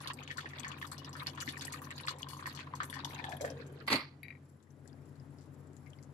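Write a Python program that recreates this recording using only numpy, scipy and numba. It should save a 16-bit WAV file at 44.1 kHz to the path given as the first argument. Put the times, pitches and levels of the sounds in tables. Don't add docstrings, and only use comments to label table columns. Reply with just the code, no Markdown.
import sys
import numpy as np
from scipy import signal
from scipy.io import wavfile
from numba import njit

SR = 44100
rng = np.random.default_rng(int(sys.argv[2]) if len(sys.argv) > 2 else 0)


def dump_mix(stems):
    frames = np.atleast_2d(stems).T
    limited = np.clip(frames, -1, 1)
    pcm = np.round(limited * 32767).astype(np.int16)
    wavfile.write(sys.argv[1], SR, pcm)


N = 270465

COVER_S, COVERED_S, SHUT_S = 3.23, 3.86, 3.88
LID_NEAR_S = (3.05, 3.22)
SHIFT_S = 4.62
SIDE_LAG = 16


def amp(db):
    return 10 ** (np.asarray(db) / 20)


def rms_one(x):
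    return x / np.sqrt(np.mean(x ** 2) + 1e-20)


def in_time(rows):
    s, *columns = np.transpose(rows)
    return [np.interp(np.arange(N) / SR, s, column) for column in columns]


def at_hz(points, hz):
    points = np.array(points)
    return np.interp(np.log(hz), np.log(points[:, 0] + 1), points[:, 1])


def sides(pan_db):
    return amp(np.array([pan_db / 2, -pan_db / 2]))


def ramp(start_s, end_s):
    return np.clip((np.arange(N) / SR - start_s) / (end_s - start_s), 0, 1)


def butter(x, order, hz, kind="low"):
    return signal.sosfilt(signal.butter(order, hz, kind, fs=SR, output="sos"), x)


def drift(cut_hz):
    r = np.exp(-80 * np.pi * cut_hz / SR)
    noise = rng.standard_normal(N // 40 + 2002)
    slow = signal.lfilter([1], [1, -2 * r, r * r], noise)[2000:]
    return np.interp(np.arange(N) / 40, np.arange(len(slow)), rms_one(slow))


def resonate(x, hz, width_hz):
    r = np.exp(-np.pi * width_hz / SR)
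    feedback = [1, -2 * r * np.cos(2 * np.pi * hz / SR), r * r]
    return signal.lfilter((1 - r * r) / 2 * np.array([1, 0, -1]), feedback, x + 1e-18)


def steep(x, hz, width_hz):
    return resonate(resonate(x, hz, width_hz), hz, width_hz)


@njit
def sweep(x, hz, r, rate):
    y = np.zeros(len(x))
    for i in range(2, len(x)):
        y[i] = x[i] - x[i - 2] + 2 * r * np.cos(2 * np.pi * hz[i] / rate) * y[i - 1] - r * r * y[i - 2]
    return y


def grains(per_s, spread_db, size):
    heights = amp(spread_db * np.minimum(rng.exponential(1, size), 4)) * rng.choice([-1, 1], size)
    return heights * (rng.random(size) < per_s / SR)


# f/Hz, likeness (0-1)
SIDE_LIKENESS = [(60, 1), (400, 0.88), (800, 0.17), (1500, 0.043), (5000, 0.064)]


def banded(source, spectrum, balance, patchy_db):
    out, edges = 0, 25 * 2 ** np.arange(0, 9.4, 1 / 3)
    for k, (low, high) in enumerate(zip(edges, edges[1:])):
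        hz = np.sqrt(low * high)
        if hz > spectrum[0][0]:
            mid, side = butter(source[k % 2], 2, [low, high], "band")
            alike = np.clip(at_hz(SIDE_LIKENESS, hz), 0, 1)
            pair = np.sqrt(1 + alike) * mid + np.sqrt(1 - alike) * side * [[1], [-1]]
            level = amp(at_hz(spectrum, hz) + patchy_db * drift(6.6))
            out = out + level * sides(at_hz(balance, hz))[:, None] * pair
    return out


def walls(x, wet_db, t60):
    noise = rng.standard_normal((3, 5000))
    low, high = (butter(noise, 2, 756, kind) for kind in ("low", "high"))
    tail = (low[2] + high[:2]) * amp(-60 * np.arange(5000) / SR / t60)
    tail = tail / np.sqrt(np.sum(tail[0] ** 2))
    return x + amp(wet_db) * signal.fftconvolve(x, tail, axes=1)[:, :N]


# f at first/Hz, share of the moving tone's fall,
# width/Hz, level/dB
AIR_UNDER_LID = [(1795, 0.44, 92, 13), (2510, 0.18, 38, 4.5), (3560, 1, 110, 1.5)]


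def sinking_modes(x):
    fall_hz, out = np.minimum(in_time(AIR_PITCH)[0] - 900, 0), 0
    for hz, share, width_hz, db in AIR_UNDER_LID:
        r = np.exp(-np.pi * width_hz / SR)
        rings = np.array([sweep(side + 1e-18, hz + share * fall_hz, r, SR) for side in x])
        out = out + amp(db) * (1 - r * r) / 2 * rings
    return out


def wake(events):
    fade_s, share = 0.019, 0.4
    s, db = np.transpose(events)[:2]
    starts = np.zeros(N)
    starts[(s * SR).astype(int)] = np.sqrt(amp(db))
    stirred = signal.lfilter([1], [1, -np.exp(-1 / (fade_s * SR))], starts + 1e-18)
    return 1 - share + share * stirred / stirred[:round(COVER_S * SR)].mean()


def droplets(spray_s, spray_db, per_s, length):
    rise_s, share_alike = 0.00038, 0.2
    t = np.arange(length) / SR
    fade = amp(spray_db) * np.exp(-t / spray_s) * (1 - np.exp(-t / rise_s))
    spray = fade * grains(per_s, 3.4, (4, 2, length))
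    energy = np.sum(spray ** 2, axis=-1, keepdims=True) + 1e-12
    usual = np.sqrt(1.6 * per_s * spray_s / energy) * amp(spray_db)
    spray = spray * np.clip(usual, .4, 1.6)
    spray[:, 1] = share_alike * np.roll(spray[:, 0], SIDE_LAG, axis=1) + (1 - share_alike) * spray[:, 1]
    return spray


def peak_one(x):
    return x / np.abs(x[:, :150]).max()


# f/Hz, width/Hz, level/dB
OPEN_POT_AIR = [(837, 57, 4.5), (1110, 127, 2), (1550, 52, 1), (1795, 260, 2), (2266, 43, -1.5),
                (2926, 47, 6.5), (3416, 175, 2.5), (4300, 200, 0.5)]


def bursts(events, spray_db, ring_db, snap_db, air_db, cycles, wet_damps, drops_per_s, drop_cycles):
    length = 5000
    out = np.zeros((2, N + length))
    for s, db, hz, pan_db, spray_s in events:
        spray_s = max(spray_s, .002)
        alike, *drops = droplets(spray_s, spray_db, drops_per_s, length)
        click = np.zeros((2, length))
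        click[[0, 1], [0, 9 if hz < 1300 else SIDE_LAG]] = 1
        width_hz = hz / np.clip(cycles * (.01 / spray_s) ** wet_damps, .8, 12)
        ring = resonate(steep(click, hz, width_hz), hz, 2.95 * width_hz)
        snap_hz = min(hz * 1.24, 13000)
        sound = amp(ring_db) * peak_one(ring) + amp(snap_db) * peak_one(steep(click, snap_hz, snap_hz))
        sound += steep(alike, hz, 1.18 * width_hz) / np.abs(ring).max() * amp(-3.0)
        for drop, ratio in zip(drops, (0.626, 1.3, 2.32)):
            drop_hz = min(hz * ratio * rng.uniform(0.78, 1.17), 11500)
            sound += amp(10.0) * steep(drop, drop_hz, drop_hz / drop_cycles)
        start = round(s * SR)
        out[:, start:start + length] += amp(db) * sides(pan_db)[:, None] * sound
    out, near = out[:, :N], ramp(*LID_NEAR_S)
    open_air = sum(amp(db) * resonate(out * (1 - near), hz, width_hz) for hz, width_hz, db in OPEN_POT_AIR)
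    return out + amp(air_db) * (open_air + sinking_modes(out * near))


def bubbles(low_hz, high_hz, per_s, cycles, tilt_db, clump_db, alike):
    out = 0
    for hz, db in zip(np.geomspace(low_hz, high_hz, 10), np.linspace(0, tilt_db, 10)):
        clicks = grains(per_s / 10, 4.5, (2, N)) * amp(clump_db * drift(15))
        clicks[1] = alike * np.roll(clicks[0], 9) + (1 - alike) * clicks[1]
        out = out + amp(db) * rms_one(steep(clicks, hz, hz / cycles))
    return rms_one(out * amp(clump_db * drift(17.8)))


# f/Hz, level per Hz/dB
ROOM_SPECTRUM = [(15, -65), (25, -17.5), (64, -16), (141, -3.5), (194, -12), (269, -8), (710, -21.5),
                 (769, -22.5), (981, -21), (1870, -27), (2660, -45), (7420, -44), (8730, -46.5),
                 (10300, -55), (15800, -89)]
# f/Hz, level left over right/dB
ROOM_SIDES = [(60, -1.5), (600, -4.5), (1500, -6.5), (3000, -26.5), (6000, -7.5), (12000, 15)]


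def room():
    pan_db = 4.5 + (10 - 4.5) * ramp(SHIFT_S - .3, SHIFT_S)
    noise = rms_one(banded(rng.standard_normal((2, 2, N)), ROOM_SPECTRUM, ROOM_SIDES, patchy_db=1.2))
    body = sum(amp(db) * rms_one(resonate(rng.standard_normal(N), hz, width_hz))
               for hz, width_hz, db in POT_BODY[:2])
    return amp(-56) * sides(pan_db) * (noise + amp(-10.5) * body)


def hum():
    motor_hz, other_hz = 44.83, 144.65
    in_step_s = (.011, 5.406)
    shifted = ramp(SHIFT_S - .05, SHIFT_S + .05)
    before_after = np.array([1 - shifted, shifted])
    t = np.arange(N) / SR - np.array(in_step_s)[:, None]
    out = 0
    for db, hz in ((-57, 2 * motor_hz), (-56.5, 3 * motor_hz), (-55, other_hz)):
        tone = np.sum(before_after * np.sin(2 * np.pi * hz * t), axis=0)
        out = out + np.sqrt(2) * amp(db + 0.15 * drift(9.6)) * tone
    return sides(1.5 + (7 - 1.5) * shifted) * out


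# t/s, level/dB
BACKGROUND_LEVEL = [(0, -3.5), (1.3, 0.5), (2.2, -2), (3.5, 1.5), (4.0, -5.5), (4.35, -4.5), (4.62, -10),
                    (4.9, -4.5), (5.15, -3.5), (5.6, -4), (6.13, -4)]


def background():
    level_db, = in_time(BACKGROUND_LEVEL)
    return amp(level_db) * (hum() + room())


# f/Hz, width/Hz, level/dB
HISS_BANDS = [(7400, 900, 0), (10400, 1000, 1), (13000, 3000, -5), (5200, 1800, -4)]


def hiss():
    bands = 0
    for hz, width_hz, db in HISS_BANDS:
        band = rms_one(steep(grains(3100, 2.8, (2, N)), hz, width_hz))
        bands = bands + amp(db + 2.0 * drift(47)) * band
    return ramp(4.0, 4.6) ** 2 * amp(-92 + 4.3 * drift(21.0)) * sides(13.0)[:, None] * bands


# t/s, level/dB, f/Hz, level left over right/dB, spray fade/s
LID_TICKS = [(4.4962, -61, 7640, 4.5, 0.0046), (4.6019, -69.5, 3520, 9, 0.0057),
             (4.6269, -63.5, 7300, 21, 0.0091), (4.7047, -66.5, 6100, 20, 0.0058),
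             (4.8758, -51, 7700, 21.5, 0.0069), (5.0559, -60, 7500, 14, 0.0037),
             (5.1557, -67, 4220, 12, 0.0058), (5.3063, -63, 8240, 22, 0.004),
             (5.3856, -54.5, 4870, 7, 0.008), (5.4101, -56.5, 5440, 7, 0.03),
             (5.5428, -63.5, 7000, 14, 0.0079), (5.6705, -62, 7500, 16, 0.0054),
             (5.7309, -61, 7600, 14, 0.006), (5.7664, -57, 7140, 26, 0.0044),
             (5.9, -57.5, 7350, 18, 0.0069), (5.9873, -60, 4630, 9, 0.0067), (6.0272, -55, 6800, 21, 0.011)]
# t/s, level/dB, f/Hz, level left over right/dB, spray fade/s
MUFFLED_BUBBLES = [(4.6014, -68, 1510, 3, 0.0028), (4.6702, -65, 1880, 6, 0.0043),
                   (4.8558, -61, 1740, 12, .004), (4.893, -66, 3500, 7, 0.012),
                   (4.9281, -64, 1700, 7, .004), (4.929, -61, 4960, 10, .003), (4.982, -67, 2200, -3, .003),
                   (5.046, -67, 1170, 10, .004), (5.198, -62.5, 5040, 10, .008),
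                   (5.7657, -65, 1800, 7, .003), (5.8605, -60.5, 2120, 21, 0.011),
                   (5.9314, -56, 3050, 7, 0.0067), (5.9862, -61, 2130, 9, 0.0036)]


def under_lid():
    out = bursts(LID_TICKS, spray_db=-4.5, ring_db=-1.0, snap_db=-13.0, air_db=-24,
                 cycles=2.9, wet_damps=1.0, drops_per_s=800, drop_cycles=2.3)
    out += bursts(MUFFLED_BUBBLES, spray_db=-2.5, ring_db=-4.0, snap_db=-22.0, air_db=-28,
                  cycles=7.2, wet_damps=0.094, drops_per_s=500, drop_cycles=2.0)
    return butter(out, 2, 7400)


# t/s, level/dB, softness (0-1)
ROCKING_TOUCHES = [(4.2312, -36.5, 0), (4.246, -37, 0.65), (4.2527, -34, .8), (4.262, -41, 0.68),
                   (4.2822, -33, 0.63), (4.3042, -21, 0.85), (4.324, -30, 0.85), (4.351, -37, 0.84),
                   (4.371, -46, 0.84)]
# f/Hz, width/Hz, level/dB
SEATED_LID = [(1924, 69, 5), (2203, 140, 8.5), (2340, 104, 8), (3890, 75, -2), (4600, 70, -4),
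              (7400, 130, -19), (11300, 490, -7)]


def rocking():
    touch = np.zeros((2, N))
    for s, db, soft in ROCKING_TOUCHES:
        start = round(s * SR)
        chatter = amp(-20) * np.exp(-np.arange(2000) / SR / .012) * grains(1800, 2.5, (2, 2000))
        chatter[:, 0] += 1
        dulled = signal.lfilter([(1 - soft) ** 2], [1, -2 * soft, soft ** 2], chatter)
        touch[:, start:start + 2000] += amp(db) * dulled
    rings = sum(amp(db) * resonate(resonate(touch, hz, width_hz), hz, 2.4 * width_hz)
                for hz, width_hz, db in SEATED_LID)
    return amp(23.5) * sides(9.1)[:, None] * rings


# t/s, click level/dB, clatter level/dB, clatter treble level/dB, thud level/dB
LANDING_ONSETS = [(3.867, -43, -52, -50.5, -66.5), (3.8756, -35.5, -28, -42.5, -47.5),
                  (3.9018, -26, -27, -38, -33.5), (3.911, -32, -37, -43, -43),
                  (3.9169, -24.5, -26.5, -40.5, -31.5), (3.9278, -11.5, -25, -52.5, -34.5),
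                  (3.9315, -12, -32, -35, -33.5), (3.937, -23.5, -28.5, -50.5, -44.5),
                  (3.944, -28, -35, -51, -34.5), (3.957, -24, -37, -44.5, -48.5)]


def after_onsets(levels_db, tail_t60):
    attack_s, onset_t60, tail_db = 0.0034, 0.033, -4
    age = np.maximum(np.arange(N) / SR - np.array(LANDING_ONSETS)[:, :1], 0)
    fades = amp(-60 * age / onset_t60) + amp(tail_db - 60 * age / tail_t60)
    shape = (1 - np.exp(-age / attack_s)) * fades
    return np.sqrt(np.sum((amp(levels_db)[:, None] * shape) ** 2, axis=0))


# f/Hz, width/Hz (knocks widen it), level/dB
LID_RIM = [(916, 45, -2.5), (1208, 110, 0), (1555, 62, -3), (1973, 36, 3), (2105, 45, 0.5),
           (3480, 47, -7.5), (4070, 58, -1.5), (4430, 62, 4), (4450, 240, -2.5), (5830, 62, -16),
           (7200, 110, -25.5), (10540, 270, -10), (11100, 190, -22)]


def knocks():
    click = np.zeros((2, N))
    for s, db, *_ in LANDING_ONSETS:
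        click[[0, 1], round(s * SR) + np.array([0, 12])] = amp(db)
    click = signal.lfilter([.4], [1, -.6], click)
    return amp(17.0) * sum(amp(db) * resonate(click, hz, 3.2 * width_hz) for hz, width_hz, db in LID_RIM)


# f/Hz, level per Hz/dB
CLATTER_SPECTRUM = [(290, -50), (500, -0.5), (781, -12), (1220, 7.5), (1370, -7), (2160, 3.5), (3010, -6),
                    (4440, -2.5), (5510, -11), (10700, -14.5), (15500, -41)]
# f/Hz, width/Hz, level/dB
POT_BODY = [(241, 48, 5), (274.5, 8.6, 3), (151, 74, -5), (349, 150, 0)]


def landing():
    clatter_db, treble_db, thud_db = np.transpose(LANDING_ONSETS)[2:]
    part = slice(round(3.8 * SR), round(4.3 * SR))
    length = part.stop - part.start

    def level(x):
        return x / np.sqrt(np.mean(x[..., part] ** 2))

    contacts = np.zeros((2, 2, N))
    contacts[..., part] = grains(1600, 3.8, (2, 2, length))
    grinding = np.zeros(N)
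    grinding[part] = grains(4000, 2.5, length)
    rings = sum(amp(db) * rms_one(resonate(contacts[0], hz, width_hz)) for hz, width_hz, db in LID_RIM)
    balance = [(500, 5.5), (2000, 0.5), (5000, 0.5), (10000, 8.8)]   # f/Hz, level left over right/dB
    broad = banded(contacts, CLATTER_SPECTRUM, balance, patchy_db=1.5)
    clatter = 0.54 * sides(-16)[:, None] * level(rings) + 0.9 * level(broad)
    low, high = (level(butter(clatter, 6, 5300, kind)) for kind in ("low", "high"))
    thud = sum(amp(db) * rms_one(resonate(grinding, hz, width_hz)) for hz, width_hz, db in POT_BODY)
    return (after_onsets(clatter_db, tail_t60=0.26) * low
            + after_onsets(treble_db, tail_t60=0.16) * high
            + after_onsets(thud_db, tail_t60=0.19) * level(thud))


# t/s, f/Hz, level/dB
AIR_PITCH = [(0, 1030, -93), (.7, 1115, -58), (1.5, 970, -71), (2.3, 1060, -53.5), (2.9, 1020, -57.5),
             (3.18, 887, -53), (3.35, 717, -43.5), (3.395, 666, -63), (3.42, 566, -37.5), (3.5, 530, -45.5),
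             (3.54, 474, -50.5), (3.6, 430, -54), (3.68, 410, -55), (3.85, 393, -56)]


def pot_air():
    hz, db = in_time(AIR_PITCH)
    near, closing = ramp(*LID_NEAR_S), 1 - ramp(SHUT_S - .05, SHUT_S)
    per_s = 46 + (800 - 46) * near
    r = np.exp(-np.pi * 115 / SR)

    def twice(plops):
        once = sweep(plops / np.sqrt(per_s), hz, r, SR)
        return rms_one(sweep(once, hz, r ** 3, SR))

    mid = twice(grains(per_s, 3.0, N))
    other = twice(grains(per_s, 0.82, N))
    upper = rms_one(sinking_modes(grains(per_s, 3.3, (2, N)) * near))
    right = 0.51 * np.roll(mid, 8) + 0.24 * other
    moving = amp(db) * (near + (1 - near) * wake(SYRUP_POPS)) * np.array([amp(1.0) * mid, amp(3.0) * right])
    return closing * (moving + amp(-62.5 - 13.4 * ramp(COVER_S, COVERED_S)) * upper)


# t/s, level/dB
FROTH_VIGOUR = [(0.05, -56.5), (0.34, -65.5), (0.6, -54), (0.91, -66), (1.35, -54), (2.07, -57), (2.7, -62),
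                (3.1, -55), (3.4, -64.5)]


def froth():
    vigour_db, = in_time(FROTH_VIGOUR)
    mean_db = vigour_db.mean()
    cover_db = np.outer((-14, -1, 2), ramp(COVER_S, COVERED_S))
    surge_db = vigour_db + 2.5 * drift(9)
    murmur_db = cover_db[0] - 0.5 + mean_db + 0.51 * (vigour_db - mean_db)
    gurgle_db = cover_db[1] + 1.5 + surge_db
    fizz_db = cover_db[2] - 13 + surge_db

    large = bubbles(259, 989, 900, 3.5, tilt_db=12.5, clump_db=2.0, alike=1.0)
    small = bubbles(1150, 4420, 1200, 4.9, tilt_db=-4.5, clump_db=5.0, alike=0.023)
    tiny = bubbles(6130, 13100, 1700, 11.0, tilt_db=-7.0, clump_db=8.5, alike=0.128)
    murmur = amp(murmur_db) * sides(4.0)[:, None] * large
    gurgle = amp(gurgle_db) * wake(SYRUP_POPS) * sides(1.3)[:, None] * small
    fizz = amp(fizz_db) * wake(SYRUP_SPITS) * sides(9.9)[:, None] * tiny
    shut = amp(-32 * ramp(SHUT_S - .05, SHUT_S))

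    muffled = rms_one(butter(large, 2, 290))
    muffled = amp(-68) * sides(8.2)[:, None] * ramp(SHIFT_S, SHIFT_S + 0.22) * muffled
    return muffled + walls((murmur + gurgle + fizz) * shut, wet_db=-0.5, t60=0.043)


# t/s, level/dB, f/Hz, level left over right/dB, spray fade/s
SYRUP_SPITS = [(0.0044, -46.5, 5930, 12.5, 0.018), (0.0726, -51.5, 9700, 21, 0.004),
               (0.1341, -34.5, 8250, -5, 0.0075), (0.2335, -41.5, 6800, 6, 0.0024),
               (0.3144, -54.5, 6800, 14, 0.053), (0.373, -37, 6400, 9, 0.016), (0.49, -48, 6400, 9, 0.016),
               (0.597, -39, 6270, 13, 0.0057), (0.6814, -34, 6880, 12.5, 0.0058),
               (0.7796, -51.5, 12900, 17, 0.1), (0.8673, -39, 7600, -3, 0.02),
               (0.9158, -31.5, 8100, 6.5, 0.013), (0.9804, -41, 5230, 8.5, 0.015),
               (1.0463, -41, 5170, 6, 0.0079), (1.093, -42.5, 7360, 2, 0.002),
               (1.1298, -41, 5460, 1, 0.012), (1.166, -41.5, 7500, 4, 0.026),
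               (1.2291, -46, 12400, 15, 0.0068), (1.2705, -41, 5000, 19, 0.012),
               (1.35, -48.5, 6800, -4, 0.01), (1.4033, -34.5, 5200, 6, 0.02), (1.595, -48, 5440, 16, 0.004),
               (1.673, -35.5, 11000, 7, 0.0047), (1.768, -54, 10800, 6, 0.0027),
               (1.4494, -43, 10600, 0, 0.05), (1.486, -42, 5300, 13, 0.02),
               (1.5235, -47, 10660, 14, 0.0021), (1.5758, -38, 7200, 4, 0.014),
               (1.6195, -33.5, 6840, 2, 0.0071), (1.65, -35, 7460, 16, 0.01),
               (1.723, -31.5, 7340, 0, 0.022), (1.8177, -40.5, 13300, 11, 0.021),
               (1.845, -44.5, 6200, 10, 0.0066), (1.854, -55, 10200, 12, .004),
               (1.9065, -41, 7450, 7, 0.0066), (2.0093, -41, 9600, 7, 0.0078),
               (2.0662, -36, 8000, -7, 0.0074), (2.0827, -27.5, 4200, 0, 0.011),
               (2.1067, -43, 6850, 20, 0.0071), (2.1855, -40.5, 8200, 4, 0.015),
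               (2.2204, -38.5, 6550, 8, 0.0057), (2.2867, -36.5, 6700, 6, 0.048),
               (2.4654, -38, 6960, 7, 0.024), (2.5498, -40, 6100, 10.5, 0.017),
               (2.753, -37.5, 6840, 3, 0.011), (2.832, -33.5, 7200, 0, 0.011), (2.8508, -37, 9800, 0, 0.01),
               (2.8985, -35.5, 9500, 8.5, 0.0099), (2.9407, -40, 5300, 6, 0.019),
               (3.047, -33, 5500, 0, 0.017), (3.0943, -41, 10600, 1, 0.037),
               (3.1462, -42.5, 6500, 3, 0.004), (3.2927, -40, 5950, 4, 0.026),
               (3.3682, -45, 11200, 16, 0.0028), (3.4106, -31.5, 6260, 5, 0.015),
               (3.45, -35.5, 6540, 0, 0.02), (3.5016, -40, 5500, 11, 0.0087),
               (3.666, -47.5, 6900, 8, 0.0065)]


def spits():
    out = bursts(SYRUP_SPITS, spray_db=-6.5, ring_db=-2.5, snap_db=-19.0, air_db=10.0,
                 cycles=3.1, wet_damps=0.96, drops_per_s=400, drop_cycles=4.8)
    return walls(out, wet_db=-2.5, t60=0.025)


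# t/s, level/dB, f/Hz, level left over right/dB, spray fade/s
SYRUP_POPS = [(0.059, -38, 985, 11, 0.01), (0.101, -33, 1010, 6, 0.0041), (0.217, -45, 1170, 8, 0.01),
              (0.2765, -36, 2680, 8, 0.013), (0.299, -41, 2260, 4, 0.023), (0.312, -35, 2600, 13, 0.0094),
              (0.382, -32.5, 1400, 7.5, 0.012), (0.406, -38, 3130, -0.5, 0.038),
              (0.458, -37.5, 1840, -1, 0.012), (0.534, -41, 1880, 4.5, 0.0071),
              (0.603, -41.5, 2440, 16, 0.0059), (0.633, -40, 3300, 13, 0.0024),
              (0.646, -32.5, 1900, 2, 0.023), (0.7168, -33, 2700, 5.5, 0.0093),
              (0.741, -43.5, 1350, 9, 0.0061), (0.815, -36.5, 2600, 4, 0.024),
              (0.845, -39.5, 1210, 11, 0.0087), (0.918, -40.5, 1200, 13.5, 0.011),
              (1.018, -55, 1050, 29, 0.002), (1.047, -42.5, 2870, 3, 0.0025), (1.076, -43, 990, 5, 0.034),
              (1.153, -38.5, 1250, 3, 0.037), (1.269, -24, 4400, -8.5, 0.0035),
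              (1.377, -37, 1120, 5.5, 0.029), (1.4117, -38.5, 2300, 3, 0.0045),
              (1.477, -35, 2010, 10, 0.018), (1.61, -32, 3830, -2.5, 0.034), (1.669, -38, 2600, 8, 0.0045),
              (1.736, -38, 2140, -7, 0.008), (1.818, -41, 1140, -2, 0.02),
              (1.87, -45.5, 1080, 16.5, 0.0052), (1.906, -33, 2110, 1, 0.01),
              (1.98, -35.5, 4180, 7.5, 0.0075), (2.0, -36.5, 2470, 8, 0.0059),
              (2.073, -30.5, 2270, 4, 0.025), (2.083, -28.5, 1270, 2, 0.011),
              (2.23, -32.5, 3020, 8.5, 0.0016), (2.425, -44.5, 1110, 11.5, 0.025),
              (2.458, -31.5, 1690, -1.5, 0.025), (2.482, -43.5, 1210, 8, 0.0099),
              (2.541, -45.5, 1080, 6, 0.025), (2.591, -38, 2320, 15, 0.014), (2.67, -41.5, 1090, 4, 0.0046),
              (2.7375, -32, 960, 1.5, 0.0083), (2.803, -26, 1250, 3, 0.024), (2.928, -37, 1690, 8, 0.053),
              (2.965, -39.5, 910, 12.5, 0.015), (3.047, -30, 3390, 10.5, 0.0055),
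              (3.072, -47, 920, 18, 0.0036), (3.13, -40, 990, 5, 0.0094), (3.18, -47.5, 775, 14, 0.025),
              (3.196, -38, 910, 21.5, 0.0019), (3.241, -46, 860, 10, 0.0079), (3.32, -58, 750, -12, 0.011),
              (3.409, -35, 564, -8, 0.004), (3.447, -30, 556, -9, 0.013), (0.0737, -27, 3950, -6, 0.014),
              (0.2279, -44, 2540, 15, 0.015), (2.9891, -39, 1680, -1, 0.0077),
              (3.241, -40, 1860, 10.5, 0.0051), (3.2415, -28.5, 3280, 5.5, 0.0073),
              (3.195, -54, 2560, 16, 0.0071), (3.45, -47, 3070, -13, 0.067), (3.05, -41.5, 905, 12, 0.006),
              (3.325, -46, 1620, 10.5, .008), (3.447, -36, 1800, 2, 0.026), (3.448, -40, 1090, 3, 0.0024),
              (3.568, -41, 457, 0, .005), (3.6, -40.5, 474, 4.5, 0.0047), (3.3204, -37.5, 2430, 10, 0.013),
              (3.3692, -47.5, 3280, 13, 0.0028), (0.305, -34, 1820, 0, 0.015), (0.362, -50, 930, 8, 0.0088),
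              (0.37, -42.5, 1050, 8, 0.0033), (0.585, -36.5, 3720, 0, 0.012),
              (0.705, -40.5, 1010, 4, 0.021), (0.668, -40.5, 1040, 6, 0.026),
              (0.826, -36.5, 1830, -3, 0.007), (0.851, -40.5, 3730, 4, 0.0047),
              (0.934, -44, 910, -1, 0.0041), (1.2635, -38, 2440, 12.5, 0.022),
              (1.2994, -44, 2940, 1, 0.0077), (1.3748, -41.5, 2580, 5, 0.036),
              (1.478, -40.5, 272, 6, 0.0056), (1.49, -28.5, 3730, -1, 0.017), (1.595, -47, 870, 12, 0.0094),
              (1.648, -44, 4550, -3, 0.007), (1.68, -39, 1780, -6, 0.0045),
              (2.2862, -50.5, 2780, 12, 0.0085), (2.3336, -44, 2950, 1, 0.027),
              (2.4399, -50.5, 3120, 3, 0.0086), (2.5745, -41.5, 3020, 11, 0.02),
              (2.832, -44, 2130, -16, 0.0069), (2.8993, -39.5, 3270, 4, 0.016)]


def pops():
    out = bursts(SYRUP_POPS, spray_db=-12.0, ring_db=-3.0, snap_db=-7.5, air_db=1.0,
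                 cycles=3.08, wet_damps=0.31, drops_per_s=750, drop_cycles=1.85)
    return walls(out, wet_db=-6.0, t60=0.019)


def scene():
    lid = under_lid() + rocking() + knocks() + landing()
    boil = pot_air() + froth() + spits() + pops()
    return background() + hiss() + lid + boil


def record(dry):
    low = butter(dry, 1, 9600)
    dry = low + (dry - low) * sides(3.5)[:, None]
    dry = dry - 0.71 * resonate(dry, 8620, 610)
    dry = butter(dry, 2, 50, "high")
    return signal.sosfilt(signal.cheby2(14, 60, 16171, fs=SR, output="sos"), dry)


dry = scene()
out = record(dry)
dump_mix(out)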